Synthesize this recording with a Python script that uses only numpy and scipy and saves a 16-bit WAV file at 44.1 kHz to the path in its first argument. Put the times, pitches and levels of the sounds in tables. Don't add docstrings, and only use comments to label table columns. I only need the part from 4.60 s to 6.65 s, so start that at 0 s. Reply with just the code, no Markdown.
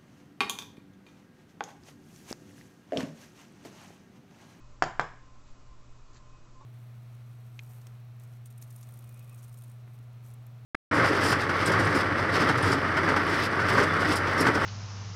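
import sys
import numpy as np
from scipy import signal
from scipy.fft import rfft, irfft, next_fast_len
from scipy.io import wavfile
from scipy.ndimage import map_coordinates

SR = 44100
rng = np.random.default_rng(int(sys.argv[2]) if len(sys.argv) > 2 else 0)


def digitize_waveform(pressure):
    field = np.atleast_2d(pressure).T
    bounded = np.clip(field, -1, 1)
    quanta = np.round(bounded * 32767).astype(np.int16)
    wavfile.write(sys.argv[1], SR, quanta)


N = 90404


def amp(db):
    return 10 ** (np.asarray(db) / 20)


def unit(x):
    return x / np.sqrt(np.mean(x ** 2) + 1e-20)


def since(start_s):
    return np.maximum(np.arange(N) / SR - start_s, 0)


def decay(t, t60_s):
    return np.exp(-np.log(1000) * t / t60_s)


def along(points, hz):
    f, values = np.transpose(points)
    return np.interp(np.log(hz + 1), np.log(f + 1), values)


def filtered(x, response):
    size = next_fast_len(N + SR // 2)
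    return irfft(rfft(x, size) * response(np.fft.rfftfreq(size, 1 / SR)), size)[:N]


def delay(f, delay_s):
    return np.exp(-2j * np.pi * f * delay_s)


def minimum_phase(gain):
    cepstrum = irfft(np.log(np.maximum(gain, 1e-6)))
    half = len(cepstrum) // 2
    cepstrum[1:half] *= 2
    cepstrum[half + 1:] = 0
    return np.exp(rfft(cepstrum))


def noise(spectrum):
    return unit(filtered(rng.standard_normal(N), lambda f: amp(along(spectrum, f))))


def wobble(rate_hz):
    return map_coordinates(rng.standard_normal(N // 100), [np.arange(N) * rate_hz / SR], mode="wrap")


def tone(hz, db, waver_db, drift_hz, rate_hz):
    phase = 2 * np.pi * np.cumsum(hz + drift_hz * wobble(rate_hz)) / SR
    return amp(db) * unit(np.sin(phase) * amp(waver_db * wobble(rate_hz / 2)))


# f/Hz, level/dB, drift/Hz
HUM_LINES = [(119, -60, 1.6), (262, -75, 7.84), (598, -76.5, 1.8), (2869, -85.5, 4)]

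def hum():
    return sum(tone(hz, db, waver_db=2.0, drift_hz=drift, rate_hz=30) for hz, db, drift in HUM_LINES)


# t/s, level/dB
LOW_WHINE_LEVELS = [(0, -76.5), (0.601, -67), (.75, -68), (.85, -79), (1.08, -73), (1.13, -60.5),
                    (1.17, -79), (1.42, -75), (1.52, -69), (1.62, -65), (1.67, -70), (1.76, -64.5),
                    (1.82, -89), (1.92, -91), (1.96, -60.5), (2.05, -64.5)]
HIGH_WHINE_LEVELS = [(0, -73), (.15, -84.5), (.8, -86), (.9, -77), (1.05, -91), (1.4, -78), (1.55, -92),
                     (1.76, -73), (1.9, -84), (2.05, -81)]

def whines():
    low_db = np.interp(since(0), *np.transpose(LOW_WHINE_LEVELS))
    high_db = np.interp(since(0), *np.transpose(HIGH_WHINE_LEVELS))
    low = tone(hz=1041, db=low_db, waver_db=2.5, drift_hz=10.1, rate_hz=160)
    high = tone(hz=2530, db=high_db, waver_db=-0.8, drift_hz=3, rate_hz=40)
    return low + high


# f/Hz, relative density/dB
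HISS_SPECTRUM = [(88, -50.5), (150, -6.5), (239, -4.5), (421, -10), (607, -12.5), (792, -14.5), (1050, -9),
                 (1390, -12.5), (1570, -18.5), (2500, -21), (2710, -23), (6890, -23.5), (8000, -26),
                 (10400, -57), (17600, -120)]
RUMBLE_SPECTRUM = [(4, 3.5), (12, 1), (25, -0.5), (42, -21), (62, -9), (85, -22.5), (150, -22), (300, -77),
                   (900, -95.5)]

def hiss_and_rumble():
    return amp(-62.5) * noise(HISS_SPECTRUM) + amp(-49.5) * noise(RUMBLE_SPECTRUM)


# t/s, level/dB
THUDS = [(0.031, -46.5), (1.10, -44.5)]

def thuds(hz=45, rise_s=0.012):
    pulse = lambda t: t / rise_s * np.exp(1 - t / rise_s) * np.sin(2 * np.pi * hz * t)
    return sum(amp(db) * pulse(since(start_s)) for start_s, db in THUDS)


# f/Hz, width/Hz, level/dB
CASE_RESONANCES = [(263, 196, -12.5), (448, 110, -12), (751, 147, -0.5), (905, 100, -3), (1170, 96, -1),
                   (1490, 210, 0), (1780, 76, -6.5), (2180, 310, -11)]

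def case_kick(start_s, pitch, rebound_s, rebound_db, contact_hz=2026, kick_db=22.5):
    def response(f):
        power = sum(np.abs(amp(db) * f * width / ((hz * pitch) ** 2 - f * f + 1j * f * width)) ** 2
                    for hz, width, db in CASE_RESONANCES)
        contact = signal.freqs(*signal.butter(6, contact_hz, analog=True), worN=f)[1]
        rebound = 1 + amp(rebound_db) * delay(f, rebound_s)
        return minimum_phase(np.sqrt(power)) * contact * rebound * delay(f, start_s)

    return amp(kick_db) * filtered(np.ones(1), response)


# f/Hz, level/dB, T60/s
RING_MODES = [(132.2, -45.5, 0.47), (156.3, -36, 0.24), (343.8, -42, 0.26), (420.7, -36.5, .16),
              (732, -36, 0.21), (862, -45, 0.14), (1015, -36, 0.35), (1117, -37.5, 0.14),
              (1430, -44.5, 0.12), (1535, -42, .18)]

def case_ring(t):
    return sum(amp(db) * decay(t, t60_s) * np.sin(2 * np.pi * hz * t) for hz, db, t60_s in RING_MODES)


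def rattle(t, spectrum, rise_s=0.00097):
    return amp(-22) * noise(spectrum) * (1 - np.exp(-t / rise_s)) * decay(t, t60_s=0.02)


# t/s, level/dB, direction, case pitch ratio, rebound delay/s, rebound level/dB
BUTTON_SNAPS = [(.2227, -1, 1, 1.01, 0.002993, -14), (.3955, -3.5, -1, 1.039, 0.001805, -13)]
# f/Hz, relative level/dB
PRESS_SPECTRUM = [(300, -27.5), (1500, -10.5), (2200, 0.5), (2900, 5), (3200, 2.5), (3550, -5.5),
                  (4200, -3.5), (4750, 0.5), (5300, -0.5), (5900, -5), (6350, -11.5), (7000, -2.5),
                  (7600, -11.5), (8200, -20.5)]
RELEASE_SPECTRUM = [(300, -35.5), (1500, -3), (2300, 6.5), (2850, -0.5), (3300, 0), (3900, -3.5),
                    (4600, -7.5), (5200, -0.5), (5700, -13), (6500, -9.5), (7400, -7.5), (8200, -26)]

def button(scatter_paths=4, scatter_db=-0.5):
    clicks = np.zeros(N)
    for snap, spectrum in zip(BUTTON_SNAPS, (PRESS_SPECTRUM, RELEASE_SPECTRUM)):
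        start_s, db, direction, pitch, rebound_s, rebound_db = snap
        t = since(start_s)
        kick = case_kick(start_s, pitch, rebound_s, rebound_db)
        scattered = sum(room_tail(rattle(t, spectrum)) for _ in range(scatter_paths))
        scattered *= amp(scatter_db) / np.sqrt(scatter_paths)
        near = with_echoes(kick + rattle(t, spectrum))
        clicks += amp(db) * direction * (near + room_tail(kick) + scattered + case_ring(t))
    return clicks


# delay/s, level/dB, extra treble/dB
REFLECTIONS = [(.0029, -15.5, 4), (.0068, -22.5, -1), (.0102, -16.5, -3), (0.0144, -15, 9.5),
               (.0160, -16.5, 4.5)]

def with_echoes(x, treble_hz=3000):
    def response(f):
        shelf = f ** 4 / (f ** 4 + treble_hz ** 4)
        return sum(amp(db + treble_db * shelf) * delay(f, lag_s) for lag_s, db, treble_db in REFLECTIONS)

    return x + filtered(x, response)


# f/Hz, T60/s
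ROOM_DECAY = [(100, 0.6), (300, 0.27), (900, 0.33), (1700, 0.48), (2700, 0.42), (5000, 0.34), (8000, 0.36)]
# f/Hz, level/dB
ROOM_SPECTRUM = [(100, 11), (300, -1), (700, 1.5), (1500, -8.5), (3000, -3), (5000, -1.5), (8000, -1)]

def room_tail(x, wet_db=-3.5, onset_s=0.0022, build_s=0.0021):
    hz, t, bins = signal.stft(rng.standard_normal(SR * 3 // 4), SR, nperseg=256)
    bins = bins * decay(t, along(ROOM_DECAY, hz)[:, None])
    tail = signal.istft(bins, SR, nperseg=256)[1]
    tail *= 1 - np.exp(-since(onset_s)[:len(tail)] / build_s)
    wet = signal.fftconvolve(x, tail / np.linalg.norm(tail))[:N]
    return filtered(wet, lambda f: amp(wet_db + along(ROOM_SPECTRUM, f)))


# peak t/s, rise/s, fall/s, level/dB
GLOVE_STROKES = [(.88, 0.02, .04, -67), (1.545, .04, 0.029, -68.5), (1.57, 0.013, 0.01, -59)]
# f/Hz, relative level/dB
CLOTH_SPECTRUM = [(200, -4), (800, -4), (1800, 4), (2500, -3), (3500, -2), (4600, 2.5), (5300, -7),
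                  (6100, -1), (7500, 1.5), (8200, -30)]

def glove(grain_db=3.4):
    t = since(0)
    envelope = sum(amp(db) * np.exp(-np.abs(t - peak_s) / np.where(t < peak_s, rise_s, fall_s))
                   for peak_s, rise_s, fall_s, db in GLOVE_STROKES)
    friction = noise(CLOTH_SPECTRUM) * amp(grain_db * wobble(rate_hz=300))
    return envelope * unit(friction)


# f/Hz, relative level/dB
KNIFE_MODES = [(340, 0), (600, -2), (880, 6), (1120, 6.5), (1400, -20), (3650, -7)]

def knife(start_s=2.008, rise_s=0.0041):
    t = since(start_s)
    modes = sum(amp(db) * np.sin(2 * np.pi * hz * t) for hz, db in KNIFE_MODES)
    knock = amp(-51.5) * modes * (1 - np.exp(-t / rise_s)) * decay(t, t60_s=0.05)
    return with_echoes(knock) + room_tail(knock)


def scene():
    handling = button() + glove() + knife()
    background = hum() + whines() + hiss_and_rumble() + thuds()
    return (handling + background)[None]


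def record(dry):
    cutoff_hz = 7900
    return filtered(dry[0], lambda f: 1 / np.sqrt(1 + (f / cutoff_hz) ** 90))[None]


dry = scene()
out = record(dry)
digitize_waveform(out)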